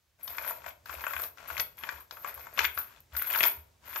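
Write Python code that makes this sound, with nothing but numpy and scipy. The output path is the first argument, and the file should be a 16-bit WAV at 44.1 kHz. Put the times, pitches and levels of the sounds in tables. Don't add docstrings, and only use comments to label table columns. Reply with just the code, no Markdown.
import sys
import numpy as np
from scipy import signal
from scipy.fft import rfft, irfft
from scipy.io import wavfile
from scipy.ndimage import uniform_filter1d

SR = 44100
rng = np.random.default_rng(int(sys.argv[2]) if len(sys.argv) > 2 else 0)


def generate_wav(sig):
    pcm = np.round(np.clip(np.atleast_2d(sig).T, -1, 1) * 32767).astype(np.int16)
    wavfile.write(sys.argv[1], SR, pcm)


N = 176400

# (frequency [Hz], gain [dB])
CRACK_EQ = [(1500, -28.5), (3000, -2.5), (3700, -1), (4400, 0), (5500, -2), (6200, -6), (7400, -15),
            (9000, -35.5), (16000, -31)]
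# (time [s], level [dB], centre pitch [Hz], crack against body [dB])
KNOCK_CUES = [(0.277, -33, 1270, 1.5), (0.382, -23, 1550, -10), (0.446, -28, 1420, -32),
              (0.508, -26.5, 930, -38), (0.642, -34, 1270, -35), (0.662, -28, 1070, -15),
              (0.858, -36, 1540, -6), (0.894, -28.5, 1040, -37), (1.008, -32.5, 2330, -9),
              (1.039, -22, 1550, -40), (1.066, -19.5, 1340, -42), (1.108, -28.5, 1350, -39),
              (1.134, -24.5, 1470, -12), (1.164, -22.5, 1850, -36), (1.196, -29, 1380, -14),
              (1.236, -32, 1340, 0.5), (1.501, -25, 1500, -31), (1.531, -41, 1300, -9),
              (1.567, -24.5, 2250, -26.5), (1.578, -25, 1700, 1.5), (1.597, -20, 2560, 4.5),
              (1.835, -25, 1936, -11.5), (1.889, -20, 1573, -13), (2.109, -32.5, 1230, 1.5),
              (2.169, -36.5, 1150, -27.5), (2.245, -23.5, 1268, -41), (2.261, -32, 1550, -22),
              (2.376, -36.5, 1035, -10.5), (2.468, -33.5, 1250, -27.5), (2.575, -22, 2360, -29.5),
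              (2.59, -8, 2624, -7.5), (2.605, -17.5, 1087, -14), (2.644, -16.5, 2200, -16),
              (2.65, -11.5, 2330, -10), (2.775, -21, 1500, -13), (3.15, -31.5, 1570, -16.5),
              (3.166, -28.5, 1587, -4), (3.194, -29.5, 2500, -33.5), (3.218, -25, 1700, -21.5),
              (3.3, -27.5, 2340, -21), (3.336, -23.5, 2680, -25.5), (3.348, -17.5, 2430, -20),
              (3.358, -21, 1100, -7), (3.387, -26, 1420, -1.5), (3.406, -11, 2400, -24.5),
              (3.43, -18.5, 2710, -1), (3.436, -8.5, 2270, -11.5), (3.959, -24, 1560, -9.5)]
def knocks():
    out = np.zeros((2, N))
    contact_s, trim_db = 0.0008, 2.5
    boom_hz, boom_q, boom_db, boom_above_db = 439, 2.8, -28.5, -9.5
    for start, db, hz, crack_db in KNOCK_CUES:
        bounce_s = 0.003 * (0.5 + rng.random())
        for delay_s, drop_db in ((0, 0), (bounce_s, -12)):
            blow = 0.27 * burst(decay_s=0.0035, likeness=0.58)
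            blow[:, 0] += 1
            body = unit_peak(board(blow, hz))
            crack = unit_peak(colour(burst(decay_s=0.0027, likeness=0.069), CRACK_EQ))
            knock = body + undb(crack_db) * crack
            if db > boom_above_db:
                boom = resonate(resonate(blow, boom_hz, boom_q), boom_hz, boom_q)
                knock += undb(boom_db) * boom / abs(boom).max()
            add(out, start + contact_s + delay_s, undb(db + trim_db + drop_db) * knock)
    return out


# (frequency [Hz], gain [dB])
BOARD_EQ = [(100, -14), (250, -15.5), (400, -10.5), (630, -4.5), (780, -10.5), (980, -2), (1200, -6.5),
            (1420, -0.5), (1900, -8.5), (2400, -5.5), (3000, -13), (3400, -8.5), (3800, -20), (5000, -25),
            (7200, -10), (8800, -28.5), (16000, -38)]
def board(blow, hz, q=1.183):
    body = colour(blow, BOARD_EQ)
    return undb(-12) * body + resonate(resonate(body, hz, q), hz, q / 2)


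PULL_PITCHES = [1295, 1210, 1190, 1444, 1090, 1700, 2030, 1585]
# (time [s], clatter level [dB], jingle level [dB])
PULL_FADERS = [
    [(.185, -65.5, -76), (.27, -60, -49), (.31, -51, -45.5), (.49, -43.5, -44), (.54, -55, -51),
     (.63, -59, -67), (.69, -46, -46), (.73, -64, -69)],
    [(.857, -53.5, -62), (.92, -46.5, -46.5), (.99, -50.5, -51.5), (1.04, -48.5, -48), (1.24, -46.5, -40.5),
     (1.29, -51.5, -45)],
    [(1.37, -51.5, -60), (1.47, -56, -75), (1.5, -42, -42.5), (1.565, -50.5, -48.5), (1.61, -38.5, -32),
     (1.64, -66, -62)],
    [(1.772, -54.5, -49), (1.81, -56.5, -53), (1.87, -49, -53), (1.93, -49.5, -54), (2.01, -57.5, -56.5),
     (2.04, -58.5, -63.5)],
    [(2.11, -55, -54.5), (2.22, -61.5, -53), (2.29, -43.5, -45.5), (2.33, -57, -78), (2.4, -51, -49),
     (2.5, -63.5, -72), (2.6, -43, -47.5)],
    [(2.578, -35.5, -34), (2.61, -38, -49.5), (2.645, -37, -31.5), (2.68, -73.5, -68), (2.755, -58.5, -51),
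     (2.785, -43, -34), (2.85, -61.5, -59), (3.01, -62.5, -89.5)],
    [(3.12, -54.5, -76), (3.17, -50.5, -32.5), (3.26, -48, -45.5), (3.35, -39.5, -28), (3.4, -42, -36),
     (3.46, -32, -25.5), (3.53, -59, -49.5), (3.6, -67, -78.5)],
    [(3.82, -70, -98), (3.86, -51, -50.5), (3.93, -49.5, -46), (4.05, -39, -37)],
]
def clatter():
    out = np.zeros((2, N))
    spread_octaves, scrape_db = 1.103, -11.5
    for pull, centre_hz in zip(PULL_FADERS, PULL_PITCHES):
        links = contacts(pull, column=1, per_s=480, spread_db=4.5, count=12, at_once=12)
        pitches = centre_hz * 2 ** (spread_octaves * np.linspace(-1, 1, len(links)))
        for hits, hz in zip(links, pitches):
            knock = unit_energy(board(burst(decay_s=0.0019, likeness=0.58), hz))
            scrape = unit_energy(colour(burst(decay_s=0.0032, likeness=0.051), CRACK_EQ))
            add(out, pull[0][0], convolve(hits, knock + undb(scrape_db) * scrape))
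    return undb(3.5) * out


def jingle():
    out = np.zeros((2, N))
    for pull in PULL_FADERS:
        for hits in contacts(pull, column=2, per_s=260, spread_db=5.5, count=16, at_once=4):
            add(out, pull[0][0], convolve(hits, link()))
    return undb(4) * out


SETTLE_S = 0.029
def contacts(pull, column, per_s, spread_db, count, at_once):
    pull = np.array(pull)
    length_s = pull[-1, 0] - pull[0, 0]
    jitter, which, force = rng.random((1500, 3))[:int(per_s * length_s)].T
    t = (np.arange(len(jitter)) + 2 * jitter) / per_s % length_s
    accent_db = spread_db * np.minimum(-np.log(1 - force), 3)
    strength = unit_rms(undb(accent_db)) * np.sqrt(SR / per_s)
    settle = np.clip((length_s - t) / SETTLE_S, 0, 1)
    fader = undb(np.interp(pull[0, 0] + t, pull[:, 0], pull[:, column]))
    struck = (count * t / length_s + at_once * which).astype(int) % count
    hits = np.zeros((count, SR))
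    hits[struck, (t * SR).astype(int)] = strength * settle * fader
    return hits


# (time [s], level [dB], leading pitch [Hz])
CLINK_CUES = [(0.229, -19.5, 11600), (0.275, -26.5, 11920), (0.476, -12.5, 12270), (0.493, -18, 13500),
              (0.679, -33, 12140), (0.91, -27, 12330), (1.069, -24, 11760), (1.19, -24.5, 13300),
              (1.215, -23.5, 12130), (1.476, -24, 11825), (1.597, -15, 11460), (1.606, -29, 12100),
              (2.275, -24, 11840), (2.343, -25, 13250), (2.535, -29, 11900), (2.645, -29, 9600),
              (2.65, -13.5, 14520), (2.745, -27.5, 10530), (2.78, -17, 12180), (3.169, -35, 11700),
              (3.266, -14.5, 11640), (3.348, -23, 11950), (3.428, -22, 9840), (3.44, -12.5, 13360),
              (3.465, -6.5, 11910), (3.553, -38, 9900)]
def clinks():
    out = np.zeros((2, N))
    rise_s, trim_db = 0.0056, -7.5
    for start, db, hz in CLINK_CUES:
        ring = unit_energy(mode(hz, t60=0.093)) + undb(2) * link()
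        ring *= 1 - np.exp(-seconds(ring.shape[1]) / rise_s)
        add(out, start, undb(db + trim_db) * ring / abs(ring).max())
    return out


# (frequency [Hz], gain [dB])
STEEL_EQ = [(6000, -24.5), (9200, -24), (10800, -12.5), (12100, 1.5), (12750, -6.5), (13250, 2),
            (13900, -6.5), (14500, -10.5), (16000, -19.5)]
# (frequency [Hz], level [dB], t60 [s])
LINK_MODES = [(10220, -17, .11), (11150, -14.5, .09), (11796, 0, .15), (12020, 5.5, 0.1), (12980, 0, 0.097),
              (13870, -13.5, .09), (14560, -7.5, 0.12)]
def link():
    detune, strike_spread_db = 0.0081, 5.5
    damping = np.exp(0.37 * np.clip(rng.standard_normal(), -0.2, 2))
    ring = 0
    for hz, db, t60 in LINK_MODES:
        gain = undb(db + strike_spread_db * rng.standard_normal())
        ring += gain * mode(hz * (1 + detune * rng.standard_normal()), t60 / damping)
    ring = unit_energy(ring)
    tick = unit_energy(colour(burst(decay_s=0.006, likeness=0), STEEL_EQ))
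    add(ring[:, :tick.shape[1]], 0, undb(-5) * tick)
    return unit_energy(ring)


# (time [s], level [dB])
SNAP_CUES = [(0.857, -39), (1.219, -18), (1.475, -38), (1.771, -38), (2.11, -40), (2.342, -29.5),
             (3.004, -38.5), (3.2225, -11.5)]
def snaps():
    out = np.zeros((2, N))
    for start, db in SNAP_CUES:
        tick = colour(burst(decay_s=0.0018, likeness=0), STEEL_EQ)
        add(out, start, undb(db) * unit_peak(tick))
    return out


# (time [s], level [dB])
THUD_CUES = [(0.29, -59), (0.412, -60), (0.662, -54), (0.89, -53), (0.958, -46), (1.149, -51.5),
             (1.511, -49), (1.581, -53), (1.933, -51), (2.362, -52), (2.6, -48), (2.658, -48.5),
             (2.761, -53), (3.126, -42), (3.572, -46.5)]
def thuds():
    board_hz, rise_s, rumble_db = 74.7, 0.019, -67
    rumble = resonate(resonate(rng.standard_normal(N), board_hz, q=1.8), board_hz, q=0.9)
    fade_in = np.clip(seconds(N) / THUD_CUES[0][0], 0.2, 1)
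    out = undb(rumble_db) * unit_rms(rumble) * fade_in
    t = seconds(16000)
    swell = t / rise_s * np.exp(1 - t / rise_s)
    for start, db in THUD_CUES:
        hz = board_hz * (1 + 0.029 * rng.standard_normal())
        add(out, start, undb(db) * swell * np.sin(2 * np.pi * hz * t))
    return out


# (frequency [Hz], t60 [s])
WORKSHOP_DECAY = [(200, 0.78), (1500, 0.35), (5000, 0.31), (12000, 0.29)]
def workshop(x):
    onset_s, early_decay_s, right_lift_db = 0.00078, 0.028, 4.5
    t = seconds(40000)
    hz, when, spectrum = signal.stft(rng.standard_normal((2, len(t))), SR)
    fade = np.exp(-np.log(1000) * when / along_hz(WORKSHOP_DECAY, hz)[:, None])
    tail = signal.istft(spectrum * fade, SR)[1][:, :len(t)] * (1 - np.exp(-t / onset_s))
    early = rng.standard_normal((2, len(t))) * np.exp(-t / early_decay_s) * (t > 0.002)
    response = undb(-10) * unit_energy(tail) + undb(-7) * unit_energy(early)
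    return convolve(x.mean(axis=0), response) * undb([[0], [right_lift_db]])


# (frequency [Hz], gain [dB])
SLEEVE_EQ = [(60, -6), (160, 0), (300, 0.5), (600, 1.5), (1500, -3), (4000, -7), (7200, -7.5),
             (9000, -11.5), (16000, -16.5)]
def sleeves():
    follow = 0.69
    t = seconds(N)
    effort = sum(np.interp(t, pull[:, 0], undb(follow * pull[:, 1]), left=0, right=0)
                 for pull in map(np.array, PULL_FADERS))
    effort = unit_rms(uniform_filter1d(effort, size=2000))
    resting = 0.36 * np.clip((t - PULL_FADERS[0][0][0]) / SETTLE_S, 0, 1)
    return undb(-62.5) * (effort + resting) * noise_bed(SLEEVE_EQ)


# (frequency [Hz], gain [dB])
AIR_EQ = [(25, -15.5), (70, 4.5), (150, -15), (400, -12.5), (1000, -12.5), (2500, -14.5), (7000, -17.5),
          (9000, -22), (16000, -19.5)]
def air():
    return undb(-74.5) * noise_bed(AIR_EQ)


def noise_bed(eq):
    return unit_rms(colour(rng.standard_normal((2, N)) + rng.standard_normal(N), eq))


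def burst(decay_s, likeness):
    t = seconds(2048)
    left, other = rng.standard_normal((2, len(t)))
    right = likeness * left + np.sqrt(1 - likeness ** 2) * other
    return np.array([left, right]) * np.exp(-t / decay_s)


def mode(hz, t60):
    t = seconds(11000)
    phase = 2 * np.pi * rng.random() + np.pi * rng.random((2, 1))
    return np.exp(-np.log(1000) * t / t60) * np.sin(2 * np.pi * hz * t + phase)


def colour(x, eq, size=4096):
    gain = undb(along_hz(eq, np.linspace(0, SR / 2, size // 2 + 1)))
    cepstrum = irfft(np.log(gain))
    cepstrum[1:size // 2] *= 2
    cepstrum[size // 2 + 1:] = 0
    return convolve(x, irfft(np.exp(rfft(cepstrum))))


def along_hz(points, hz):
    frequencies, values = np.array(points).T
    return np.interp(np.log(hz + 1), np.log(frequencies), values)


def resonate(x, hz, q):
    return signal.lfilter(*signal.iirpeak(hz, q, fs=SR), x)


def convolve(x, response):
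    return signal.fftconvolve(np.atleast_2d(x), np.atleast_2d(response), axes=-1)[:, :x.shape[-1]]


def add(out, start_s, x):
    i = int(start_s * SR)
    out[..., i:i + x.shape[-1]] += x[..., :N - i]


def seconds(samples):
    return np.arange(samples) / SR


def undb(db):
    return 10 ** (np.asarray(db) / 20)


def unit_rms(x):
    return x / np.sqrt(np.mean(x ** 2))


def unit_peak(x):
    return x / abs(x[0]).max()


def unit_energy(x):
    return x / np.sqrt(np.sum(x ** 2, axis=-1, keepdims=True))


# (frequency [Hz], gain [dB])
OFF_AXIS_EQ = [(150, -4.5), (500, -5.5), (1100, -11), (2300, -11), (4500, -11), (8500, -20), (13000, -3.5)]
def scene():
    chain = knocks() + clatter() + jingle() + clinks() + snaps()
    left, right = chain + workshop(chain)
    return np.array([left, colour(right, OFF_AXIS_EQ)[0]]) + thuds() + air() + sleeves()


def record(dry):
    low_cut_hz, top_hz = 49.3, 15700
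    thinned = signal.sosfilt(signal.butter(2, low_cut_hz, "highpass", fs=SR, output="sos"), dry)
    return signal.sosfilt(signal.ellip(10, 0.2, 80, top_hz, fs=SR, output="sos"), thinned)


dry = scene()
out = record(dry)
generate_wav(out)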